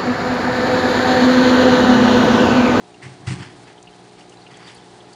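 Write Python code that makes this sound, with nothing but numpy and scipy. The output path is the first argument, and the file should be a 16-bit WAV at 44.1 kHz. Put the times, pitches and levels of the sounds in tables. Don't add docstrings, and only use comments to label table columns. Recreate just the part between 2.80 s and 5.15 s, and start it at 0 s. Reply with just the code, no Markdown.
import sys
import numpy as np
from scipy.fft import rfft, irfft, next_fast_len
from scipy.io import wavfile
from scipy.ndimage import map_coordinates

SR = 44100
rng = np.random.default_rng(int(sys.argv[2]) if len(sys.argv) > 2 else 0)


def to_wav(s):
    ch = np.atleast_2d(s).T
    pcm = np.round(np.clip(ch, -1, 1) * 32767)
    wavfile.write(sys.argv[1], SR, pcm.astype(np.int16))


N = 103635


def amp(db):
    return 10 ** (np.asarray(db) / 20)


def unit(x):
    return x / np.sqrt(np.mean(x ** 2) + 1e-20)


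def clock():
    return np.arange(N) / SR


def wobble(per_s):
    return map_coordinates(rng.standard_normal(8192), [clock() * per_s], mode="wrap")


def filtered(x, response):
    size = next_fast_len(N + SR // 2)
    return irfft(rfft(x, size) * response(np.fft.rfftfreq(size, 1 / SR)), size)[:N]


def coloured(x, curve, tilt_db=0):
    hz, db = np.transpose(curve)

    def eq(f):
        curve_db = np.interp(np.log(f + 1), np.log(hz), db)
        return amp(curve_db + tilt_db * np.log2(np.maximum(f, 1000)))
    return unit(filtered(x, eq))


def noise_band(hz, width_hz):
    def band_pass(f):
        return 1j * f * width_hz / (hz * hz - f * f + 1j * f * width_hz)
    return unit(filtered(rng.standard_normal(N), lambda f: band_pass(f) ** 2))


def stroke(start, rise, fall_db_per_s):
    t = clock() - start
    attack = np.sin(np.pi / 2 * np.clip(t / rise, 0, 1)) ** 2
    return attack * amp(-fall_db_per_s * np.maximum(t - rise, 0))


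# (harmonic [multiple of the mains rate], level [dB])
BUZZ_PARTIALS = [(2, -56.5), (3, -53), (5, -56), (6, -50.5), (7, -53), (8, -62.5), (10, -65), (11, -64),
                 (12, -53), (13, -61.5), (14, -57), (15, -97), (16, -72.5), (18, -83.5)]


def appliance(mains_hz=59.96, delay_s=0.004204, fizz_lag_s=0.0075):
    t = clock() - delay_s
    buzz = np.zeros(N)
    for harmonic, db in BUZZ_PARTIALS:
        gain = amp(db + 0.6 * wobble(per_s=3.72))
        buzz += gain * np.cos(2 * np.pi * harmonic * mains_hz * t + rng.normal(0, 0.3))
    fizz_gate = unit(np.cos(np.pi * mains_hz * (t - fizz_lag_s)) ** 24)
    return buzz + amp(-67) * fizz_gate * noise_band(5600, width_hz=4000)


# (frequency [Hz], relative level [dB])
HISS_EQ = [(20, -46), (55, 1), (80, -5.5), (125, 4), (200, 2), (300, 6), (420, 3.5), (560, -0.5),
           (780, 4.5), (1100, -3), (2200, -7.5), (2800, -9.5), (3800, -8), (4400, -8.5), (5500, -14.5),
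           (7500, -16.5), (10000, -18)]


def room_hiss(level_db=-47.5, waver_db=0.76, flicker_db=2, split_hz=5000):
    air = amp(level_db + waver_db * wobble(per_s=7.16)) * coloured(rng.standard_normal(N), HISS_EQ)
    treble = filtered(air, lambda f: f > split_hz)
    return air - treble + treble * amp(flicker_db * wobble(per_s=60.16))


# (time [s], level [dB], pitch [Hz])
FIBRE_TICKS = [(0.141, -48, 2780), (0.879, -48.5, 2630), (0.977, -48, 3200), (1.071, -42.5, 2830),
               (1.127, -52.5, 3120), (1.186, -54, 3300), (1.407, -46.5, 2830), (1.520, -48, 2830),
               (1.568, -51, 4000), (1.615, -48.5, 4440), (1.663, -42.5, 2780), (1.739, -45.5, 3360),
               (1.844, -48, 4680), (1.86, -49, 4520), (1.877, -41, 3610), (1.961, -48, 4500),
               (1.981, -48.5, 3240), (2.021, -51.5, 3490), (2.202, -46, 3370), (2.327, -47.5, 4650)]


def fibre_ticks(rise_s=0.0041, t60_s=0.061):
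    out = np.zeros(N)
    for start, db, hz in FIBRE_TICKS:
        phase_jitter = wobble(per_s=750)
        tone = np.sqrt(2) * np.sin(2 * np.pi * hz * clock() + phase_jitter)
        out += amp(db) * stroke(start, rise_s, 60 / t60_s) * tone
    return out


def friction(grains_per_s=1500, spread_db=3, grain_share=0.62, judder_db=1.47):
    impulses = (rng.random(N) < grains_per_s / SR) * rng.choice([-1, 1], N)
    grains = unit(impulses * amp(spread_db * rng.standard_normal(N)))
    rubbing = rng.standard_normal(N)
    texture = np.sqrt(grain_share) * grains + np.sqrt(1 - grain_share) * rubbing
    return texture * amp(judder_db * wobble(per_s=110))


# (frequency [Hz], relative level [dB])
SCRAPE_EQ = [(30, -17), (150, 8.5), (400, -2.5), (560, -8), (780, 1.5), (1200, -0.5), (2000, 0),
             (2800, -0.5), (3800, -7), (4300, -4.5), (5000, -6), (5500, -6.5), (6800, -11.5), (7700, -8.5),
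             (9200, -11), (10200, -27)]
# (frequency [Hz], relative level [dB])
RUMBLE_EQ = [(20, -23.5), (50, -17.5), (68, -21), (95, -5), (132, 7), (155, -2), (183, -3.5), (230, -9),
             (300, 0.5), (370, -14.5), (480, -45), (1000, -57)]
# (time [s], attack [s], decay [dB/s], scrape [dB], shell ring [dB], rumble [dB])
HARD_SLIPS = [(.210, 0.027, 115, -41, -40.5, -48), (.459, 0.023, 140, -29.5, -39.5, -29.5)]


def hard_slips():
    out = np.zeros(N)
    for start, rise, fall, scrape_db, shell_db, rumble_db in HARD_SLIPS:
        scrape = stroke(start, rise, fall) * coloured(friction(), SCRAPE_EQ)
        shell = stroke(start, rise, fall_db_per_s=217) * noise_band(1986, width_hz=490)
        rumble = stroke(start, rise=0.04, fall_db_per_s=98) * coloured(friction(), RUMBLE_EQ)
        out += amp(scrape_db) * scrape + amp(shell_db) * shell + amp(rumble_db) * rumble
    return out


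# (frequency [Hz], relative level [dB], time to fall 60 dB [s])
BOX_MODES = [(94, -8.5, 0.3), (108.4, -9, 0.45), (130.3, 1, 0.33), (182.4, -3, 0.3), (262.7, -7.5, 0.54),
             (303, 0, 0.21), (362, 1.5, 0.46)]
# (time [s], level [dB], contact length [s], favoured pitch [Hz])
BOX_KNOCKS = [(0.223, -32, 0.045, 135), (.463, -19, 0.01855, 96.4), (.486, -23, .036, 171),
              (.594, -34.5, 0.017, 117.5)]


def box_knocks(focus_db_per_octave=15):
    out = np.zeros(N)
    for start, db, contact, pitch in BOX_KNOCKS:
        for hz, mode_db, t60 in BOX_MODES:
            loss_db = focus_db_per_octave * abs(np.log2(hz / pitch))
            tone = np.cos(2 * np.pi * hz * (clock() - start - contact))
            out += amp(db + mode_db - loss_db) * stroke(start, contact, 60 / t60) * tone
    return out


# (frequency [Hz], relative level [dB])
RUSTLE_EQ = [(60, -38), (130, 9.5), (300, -4.5), (560, -12), (900, 3.5), (1300, -0.5), (1900, 6),
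             (2500, 0.5), (3400, 2.5), (3850, -12), (4600, 1), (6000, -9), (7500, -11.5), (10000, -15.5)]
# (time [s], attack [s], decay [dB/s], rustle [dB], treble tilt [dB/octave], rumble [dB])
LEG_DRAGS = [(.35, 0.092, 55, -51, -12.5, -45.5), (0.531, .10, 136, -39, -1.5, -44),
             (0.857, .024, 129, -48, -3, -54), (1.365, 0.037, 335, -48.5, 3, -60),
             (1.68, 0.047, 57, -48.5, -1.5, -52.5), (1.785, 0.022, 130, -45, -2.5, -67),
             (1.835, 0.051, 126, -43.5, .5, -53)]


def leg_drags():
    out = np.zeros(N)
    for start, rise, fall, rustle_db, tilt_db, rumble_db in LEG_DRAGS:
        rustle = amp(rustle_db) * coloured(friction(), RUSTLE_EQ, tilt_db)
        rumble = amp(rumble_db) * coloured(friction(), RUMBLE_EQ)
        out += stroke(start, rise, fall) * (rustle + rumble)
    return out


# (time [s], level [dB], band centre [Hz])
CLAW_SNAPS = [(1.025, -45, 6400), (1.494, -46, 6500), (1.769, -45.5, 7100), (1.946, -43.5, 10000),
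              (2.331, -45.5, 6960)]


def claw_snaps(rise_s=0.0028, t60_s=0.027):
    return sum(amp(db) * stroke(start, rise_s, 60 / t60_s) * noise_band(hz, width_hz=4800)
               for start, db, hz in CLAW_SNAPS)


def scene():
    bed = appliance() + room_hiss()
    beetle = fibre_ticks() + hard_slips() + box_knocks() + leg_drags() + claw_snaps()
    return (bed + beetle)[None]


def record(dry):
    cutoff_hz = 10020
    return filtered(dry[0], lambda f: 1 / np.sqrt(1 + (f / cutoff_hz) ** 260))[None]


dry = scene()
out = record(dry)
to_wav(out)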